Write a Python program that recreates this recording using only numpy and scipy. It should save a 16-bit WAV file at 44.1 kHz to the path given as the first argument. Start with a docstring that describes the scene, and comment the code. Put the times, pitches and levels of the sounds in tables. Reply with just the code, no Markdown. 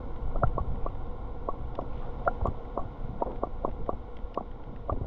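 """Small waves lap against a kayak drifting on calm water at night.
From the start a low rumble surges and a dull wash of shaped noise, ripples and fizz sways underneath.
Faint drips are scattered throughout, and clearer droplets tick on the deck. Then laps come: each slaps
the hull, traps air that rings, flicks a droplet and gurgles as it falls back, and the hull softly thuds.
Sloshes of many small bubbles come around the laps; the wash slowly calms, and the rumble swells at the end."""
import sys
import numpy as np
from scipy import signal
from scipy.fft import rfft, irfft
from scipy.io import wavfile

SR = 44100
rng = np.random.default_rng(int(sys.argv[2]) if len(sys.argv) > 2 else 0)


def generate_wav(signal):
    """Clip the signal to [-1, 1] and save it as 16-bit WAV at the path in sys.argv[1]."""
    frames = np.transpose(np.atleast_2d(signal))
    scaled = np.clip(frames, -1, 1) * 32767
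    pcm = np.round(scaled).astype(np.int16)
    wavfile.write(sys.argv[1], SR, pcm)


N = 223401
TIME = np.arange(N) / SR


def gain_of(db):
    """Turns decibels into amplitude."""
    return 10 ** (np.asarray(db) / 20)


def evened(x):
    """Scales a sound to an rms (average strength) of 1."""
    return x / np.sqrt(np.mean(x ** 2) + 1e-20)


def add(mix, s, sound):
    """Mixes a sound in, starting at time s in seconds."""
    part = mix[max(round(s * SR), 0):][:len(sound)]
    part += sound[:len(part)]


GURGLE_DB, GURGLE_HZ = 13, 612  # one larger bubble after each slap, this far above the backwash
SINK_DB, SINK_HZ = 8, 198  # the hull settles with the gurgle, this far above the backwash
BACKWASH_AHEAD_S, BACKWASH_HZ, BACKWASH_OCTAVES = 0.0083, 399, .68  # small bubbles start just before the gurgle
FLICK_S, FLICK_DB, FLICK_HZ, FLICK_SPREAD = 0.0093, -56, 5200, .6  # thrown droplet: delay, level against the slap
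# The laps, and two weaker bloops that closely follow a lap; levels are before the band limit.
# Each row: time of the slap in seconds, slap level in dB, air pocket level in dB, air pocket pitch in Hz,
# air pocket life in seconds, hull ring level in dB, wait until the water falls back in seconds,
# backwash level in dB, backwash length in seconds.
LAP_EVENTS = [(0.3601, -24, -41, 1336, .012, -33.5, 0.028, -50.5, 0.019),
              (0.4349, -15, -14.5, 1355, 0.0053, -21.5, 0.028, -50, .04),
              (0.5818, -14, -25, 1120, 0.011, -33, .014, -45.5, 0.012),
              (0.8643, -19, -28, 1158, 0.0076, -34.5, 0.028, -61, .04),
              (1.4888, -15, -24.5, 1117, 0.0096, -32, 0.049, -52, 0.025),
              (1.791, -16, -32, 1135, 0.0043, -32, .026, -45.5, 0.045),
              (2.2773, -17, -13, 1386, 0.006, -19, .035, -53.5, .04),
              (2.457, -12.5, -25, 1145, 0.0066, -30.5, .021, -50, .04),
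              (2.4717, -25, -28.5, 1153, .0069, -42, 0.028, -49, .04),
              (2.777, -14.5, -21.5, 1123, 0.002, -31.5, .035, -50.5, 0.042),
              (2.793, -38, -30, 1120, 0.0084, -33.5, 0.034, -55, .04),
              (3.223, -11, -19.5, 947, 0.007, -26.5, 0.039, -43, 0.14),
              (3.4362, -12, -31.5, 1167, 0.0095, -29.5, 0.034, -47, .012),
              (3.65, -10.7, -23.5, 1092, 0.0051, -30, 0.029, -40.5, .04),
              (3.8935, -12, -30, 1150, 0.0083, -29, 0.035, -43.5, .02),
              (4.3764, -13.5, -25, 1143, 0.0082, -31.5, 0.032, -40.5, .012),
              (4.8973, -17.5, -22, 1179, 0.0064, -30.5, 0.029, -38.5, .025)]


def laps():
    """Each lap slaps, flicks a droplet, then falls back with a soft push and one gurgle in a swarm of bubbles."""
    to_limit, unlimited = np.zeros((2, N))
    for s, slap_db, pocket_db, pocket_hz, life_s, hull_db, fall_s, back_db, back_s in LAP_EVENTS:
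        add(to_limit, *lap(s, slap_db, pocket_db, pocket_hz, life_s, hull_db))
        gurgle_hz = GURGLE_HZ * 2 ** rng.uniform(-0.21, 0.27)
        gurgle = bubble(gurgle_hz, cycles=1.25, glide=0.05)
        add(to_limit, s + fall_s, gain_of(back_db + GURGLE_DB) * gurgle)
        sink = bubble(SINK_HZ, cycles=1.0, glide=0)
        add(unlimited, s + fall_s, gain_of(back_db + SINK_DB) * sink)
        flick = droplet(FLICK_HZ, FLICK_SPREAD)
        add(unlimited, s + FLICK_S, gain_of(slap_db + FLICK_DB) * flick)
        backwash = swarm(s + fall_s - BACKWASH_AHEAD_S, back_s, BACKWASH_HZ, BACKWASH_OCTAVES, crest=0.3)
        unlimited += gain_of(back_db) * backwash
    return band_limited(to_limit) + unlimited


def lap(s, slap_db, pocket_db, pocket_hz, life_s, hull_db, before_s=.04):
    """The water slaps, the hull and the trapped air ring, and a faint tone swells and fades around the slap."""
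    t = np.arange(-before_s, 2 * before_s, 1 / SR)  # the slap is at zero
    after = np.maximum(t, 0)
    sound = gain_of(slap_db) * (slap(t, slap_db) + spray(after))
    sound += gain_of(pocket_db) * air_pocket(after, pocket_hz, life_s)
    sound += gain_of(hull_db) * (hull_ring(t, after) + faint_tone(t))
    return s - before_s, sound


SLAP_HZ, SLAP_USUAL_DB, SLAP_DB_PER_OCTAVE = 468, -13.5, 72


def slap(t, slap_db, overtone=0.66, slap_s=0.00082):
    """A very short pulse; a heavier slap wets more of the hull and sounds lower."""
    hz = SLAP_HZ * 2 ** ((SLAP_USUAL_DB - slap_db) / SLAP_DB_PER_OCTAVE)
    angle = 2 * np.pi * hz * t
    return (overtone * np.cos(2 * angle) - np.cos(angle)) * np.exp(-(t / slap_s) ** 2)


def spray(after, spray_db=-26, spray_s=0.0075):
    """The broken water churns for a moment after the slap: a short swell of noise."""
    middle_band = signal.butter(4, [300, 1150], "band", fs=SR, output="sos")
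    churn = evened(signal.sosfilt(middle_band, rng.standard_normal(len(after))))
    return gain_of(spray_db) * churn * after / spray_s * np.exp(-after / spray_s)


def air_pocket(after, hz, life_s, choke=1.16, seal_s=0.00005, split_ratio=1.15, split_db=-21, split_s=0.0034):
    """Trapped air rings as it is sealed in, and dies ever faster as it collapses."""
    fade = (1 - np.exp(-after / seal_s)) * np.exp(-(after / life_s) ** choke)
    pocket = np.sin(2 * np.pi * hz * after) * fade
    # a smaller pocket splits off a moment later and rings higher
    split = np.sin(2 * np.pi * split_ratio * hz * after)
    split_swell = after / split_s * np.exp(1 - after / split_s)
    return pocket + gain_of(split_db) * split * split_swell


HULL_HZ = 569  # pitch before the rise


def hull_ring(t, after, rise=0.28, rise_s=0.0025, delay_s=0.0023, length_s=0.0053):
    """The gap between water and hull narrows, so its short ring rises in pitch and then settles."""
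    turns = HULL_HZ * (t + rise * rise_s * np.log(np.cosh(after / rise_s)))
    return -np.cos(2 * np.pi * turns) / np.cosh((t - delay_s) / length_s)


def faint_tone(t, tone_db=-7, tone_hz=692, ahead_s=0.0069, length_s=0.0047):
    """A faint tone near 690 Hz swells and fades around each slap; its level is against the hull ring."""
    return gain_of(tone_db) * np.sin(2 * np.pi * tone_hz * t) / np.cosh((t + ahead_s) / length_s)


def band_limited(x, low_hz=200, high_hz=1450, leak_db=-20):
    """Band limit: keeps 200 to 1450 Hz, with a little treble left."""
    no_bass = signal.sosfiltfilt(signal.butter(2, low_hz, "high", fs=SR, output="sos"), x)
    dull = signal.sosfiltfilt(signal.butter(6, high_hz, fs=SR, output="sos"), no_bass)
    return dull + gain_of(leak_db) * no_bass


def bubble(hz, cycles, glide):
    """A damped ring that starts softly; with a glide it rises in pitch as the bubble nears the surface."""
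    turns = np.arange(0, 6 * cycles, hz / SR)
    age = turns / cycles
    soft_start = 1 - np.exp(-(2 * turns) ** 2)
    ring = np.sin(2 * np.pi * turns * (1 + glide * age)) * np.exp(-age) * soft_start
    return ring / abs(ring).max()


def swarm(start, length, hz, octaves, crest, bubbles_per_s=900, size_spread_db=2, cycles=2.0):
    """Small bubbles thicken up to the crest (a share of the length) and thin out; rms 1 over that length."""
    out = np.zeros(N)
    for when, pitch, size, sign in rng.random((int(bubbles_per_s * length) + 1, 4)):
        if when < crest:
            place = np.sqrt(when * crest)
        else:
            place = 1 - np.sqrt((1 - when) * (1 - crest))
        # sqrt(12) turns an even spread of width 1 into one with a standard deviation of 1
        bubble_hz = hz * 2 ** (octaves * np.sqrt(12) * (pitch - .5))
        ring = bubble(bubble_hz, cycles, glide=0.017)
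        level = np.sign(sign - .5) * gain_of(-size_spread_db * np.log(size))
        add(out, start + length * place, level * ring)
    return evened(out) * np.sqrt(length * SR / N)


# Sloshes around and after the laps, from deep churning to thin trickles.
# Each row: middle in seconds, length in seconds, rms level in dB, pitch in Hz, spread of pitch in octaves.
SLOSH_EVENTS = [(0.726, 0.12, -45, 106, 0.83), (0.849, 0.14, -72, 2350, .08),
                (1.989, .18, -66.5, 2600, .29), (2.058, 0.078, -50, 797, 0.36),
                (2.414, .035, -43, 477, 0.68), (2.47, 0.1202, -41.5, 189, 0.49),
                (3.119, 0.17, -44, 161, 0.34), (3.279, .05, -38.5, 570, 0.42),
                (3.798, 0.026, -38, 204, .65), (4.709, 0.14, -47.5, 275, 0.73),
                (4.923, .02, -35.5, 300, .7), (4.969, 0.0202, -39, 420, 0.59),
                (5.011, 0.0097, -35, 398, 0.52), (5.049, 0.043, -47.5, 485, 0.5)]


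def sloshes():
    """Each slosh is a swarm of small bubbles that swells and fades almost evenly."""
    out = np.zeros(N)
    for middle, length, db, hz, octaves in SLOSH_EVENTS:
        out += gain_of(db) * swarm(middle - length / 2, length, hz, octaves, crest=0.44)
    return out


# Heavy thuds of the hull.
# Each row: start in seconds, peak level in dB, pitch in Hz.
THUD_EVENTS = [(0.437, -17, 115), (0.457, -22.5, 42), (.602, -22, 62), (0.674, -25.5, 54),
               (1.645, -28.5, 55), (2.419, -22.5, 65), (2.478, -21.5, 75), (2.853, -28.5, 87),
               (3.043, -28.5, 101), (3.926, -30.5, 74), (4.918, -21, 78), (5.013, -25, 90)]


def thuds():
    """Heavier water pushes the hull, which gives for a cycle or two."""
    out = np.zeros(N)
    for s, db, hz in THUD_EVENTS:
        add(out, s, gain_of(db) * bubble(hz, cycles=0.52, glide=0))
    return out


DRIPS_PER_S, DRIP_DB, DRIP_TILT_DB = 2.6, -57.5, -10.5  # faint drips all around; tilt in dB per octave
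PING_SPREAD = 0.077  # share of the pitch
# Droplets that tick on the deck.
# Each row: time in seconds, level in dB, brightness in dB per octave.
DROP_EVENTS = [(.474, -53, -4), (1.068, -60, 3), (1.7534, -45.5, -2.5), (1.812, -54, 0), (2.251, -54, -4),
               (2.470, -53, -1), (3.317, -56, -9), (4.169, -49, -8), (4.345, -44.5, 1), (4.762, -54, -8)]
# Tiny bubbles that burst after a lap.
# Each row: time in seconds, peak level in dB, pitch in Hz.
PING_EVENTS = [(2.47, -56.5, 7020), (2.794, -69, 6730)]


def drops(ahead_s=.002):
    """Clear ticks on the deck, a random scatter of faint ones, and the pings of tiny bubbles."""
    out = np.zeros(N)
    for s, db, tilt_db in DROP_EVENTS:
        add(out, s - ahead_s, gain_of(db) * tick(tilt_db))
    for s, db, hz in PING_EVENTS:
        add(out, s - ahead_s, gain_of(db) * droplet(hz, PING_SPREAD))
    for share in rng.random(int(DRIPS_PER_S * N / SR)):
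        add(out, share * N / SR, gain_of(DRIP_DB) * tick(DRIP_TILT_DB))
    return out


# Resonances of the deck under a droplet.
# Each row: pitch in Hz, level in dB, spread as a share of the pitch.
DECK_RESONANCES = [(1770, -4, .25), (2966, 0.5, 0.19), (4870, -10, 0.14), (9000, -27.5, 0.41)]


def tick(tilt_db, middle_hz=3000):
    """A droplet lands on the deck and sounds its resonances; a positive tilt favours the higher ones."""
    out = 0
    for hz, db, spread in DECK_RESONANCES:
        level_db = db + tilt_db * np.log2(hz / middle_hz)
        out = out + gain_of(level_db) * droplet(hz, spread)
    return out


def droplet(hz, spread, rise_s=0.0016):
    """A droplet bursts: a tiny spray of noise around one pitch."""
    t = np.arange(1024) / SR
    burst = rng.standard_normal(len(t)) * t / rise_s * np.exp(-t / rise_s)
    ratio = 1 + max(spread, .02)
    band = np.clip([hz / ratio, hz * ratio], 20, SR / 2 - 20)
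    pitched = signal.sosfilt(signal.butter(3, band, "band", fs=SR, output="sos"), burst)
    return pitched / abs(pitched).max()


# How restless the water is; only the changes around the average count.
# Each row: time in seconds, level in dB.
RESTLESSNESS = [(0.02, -46.5), (0.76, -47), (1.27, -48), (1.79, -47), (2.31, -43), (2.71, -46), (3.22, -47),
                (4.73, -50), (4.85, -49.5)]


def sway_db():
    """The rise and fall of the water, in dB around its average."""
    level = np.interp(TIME, *np.transpose(RESTLESSNESS))
    return level - level.mean()


WASH_DB, WASH_FOLLOWS, WASH_CALMS_DB_PER_S = -46, 0.67, 0.45  # follows: share of the sway
# Colour of the wash, before the hollows of the boat are added.
# Each row: frequency in Hz, relative level in dB.
WASH_COLOUR = [(100, -27), (170, -2), (230, 5), (310, 0.5), (400, -3), (520, -1.5), (620, -7), (850, -5),
               (1080, -3.5), (1220, -17.5), (1430, -10.5), (1600, -30), (2000, -56.5), (4000, -82.5)]


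def wash(ripples_per_s=260, ripple_share=0.56, ripple_spread_db=3):
    """Dull noise grained with countless ripples (random clicks) follows the sway as the water calms."""
    level_db = WASH_DB + WASH_FOLLOWS * sway_db() - WASH_CALMS_DB_PER_S * (TIME - TIME.mean())
    sizes = gain_of(ripple_spread_db * np.minimum(rng.exponential(1, N), 3)) * rng.choice([-1, 1], N)
    ripples = evened(sizes * (rng.random(N) < ripples_per_s / SR))
    grained = rng.standard_normal(N) + ripple_share * ripples
    return gain_of(level_db) * coloured(grained, WASH_COLOUR)


FIZZ_DB, FIZZ_FOLLOWS = -66.5, 0.68  # follows: share of the sway
# Colour of the fizz, before the hollows of the boat are added.
# Each row: frequency in Hz, relative level in dB.
FIZZ_COLOUR = [(1000, -3.5), (1600, -2), (2200, 3.5), (2500, -5.5), (3000, -1.5), (3700, -2), (4300, -13),
               (5000, -14.5), (6000, -19.5), (7100, -26), (7700, -37), (15000, -38)]


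def fizz():
    """A faint hiss of treble noise follows the sway."""
    level_db = FIZZ_DB + FIZZ_FOLLOWS * sway_db()
    return gain_of(level_db) * coloured(rng.standard_normal(N), FIZZ_COLOUR)


# Loudness of the rumble over time.
# Each row: time in seconds, level in dB.
RUMBLE_LOUDNESS = [(0, -30.5), (0.7, -29.5), (1.1, -33.5), (2.2, -33), (2.43, -31), (2.7, -35.5),
                   (3.8, -34.5), (4.3, -40.5), (5.06, -33)]
# Colour of the rumble, before the hollows of the boat are added.
# Each row: frequency in Hz, relative level in dB.
RUMBLE_COLOUR = [(5, -0.5), (20, 2.5), (36, -3), (60, -6.5), (90, -16.5), (128, -13), (170, -28),
                 (300, -48), (700, -90)]


def rumble(surge_db=2, surge_s=0.019):
    """Low noise whose level surges at random, as slow, smoothed noise pushes it up and down."""
    hz = np.fft.rfftfreq(N, 1 / SR)
    surge = evened(irfft(rfft(rng.standard_normal(N)) * np.exp(-(hz * surge_s) ** 2), N))
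    surging = gain_of(surge_db * surge) * coloured(rng.standard_normal(N), RUMBLE_COLOUR)
    level_db = np.interp(TIME, *np.transpose(RUMBLE_LOUDNESS))
    return gain_of(level_db) * evened(surging)


# Hollow resonances of the boat.
# Each row: centre in Hz, width in Hz, lift in dB.
BOAT_HOLLOWS = [(483, 56, 9.5), (745, 120, 6.5), (1333, 130, 2.5), (2150, 160, 2)]


def coloured(x, spectrum):
    """Gives x a spectrum and the hollow resonances of the boat, at rms 1."""
    hz = np.fft.rfftfreq(N, 1 / SR)
    f, db = np.transpose(spectrum)
    shape_db = np.interp(np.log(hz + 1), np.log(f), db)
    for centre, width, lift in BOAT_HOLLOWS:
        shape_db += lift / (1 + (2 * (hz - centre) / width) ** 2)
    return evened(irfft(rfft(x) * gain_of(shape_db), N))


def scene():
    """Everything is close by, in open air, so the sources are added without echo."""
    return (laps() + sloshes() + thuds() + drops() + wash() + fizz() + rumble())[None]


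def record(dry, edge_hz=15100, fade_s=.003):
    """Fades both ends briefly and cuts the highest treble."""
    fade = np.minimum(np.minimum(TIME, TIME[::-1]) / fade_s, 1)
    treble_cut = signal.firwin(511, edge_hz, window=("kaiser", 9), fs=SR)
    return signal.oaconvolve(dry * fade, treble_cut[None], "same")


dry = scene()
out = record(dry)
generate_wav(out)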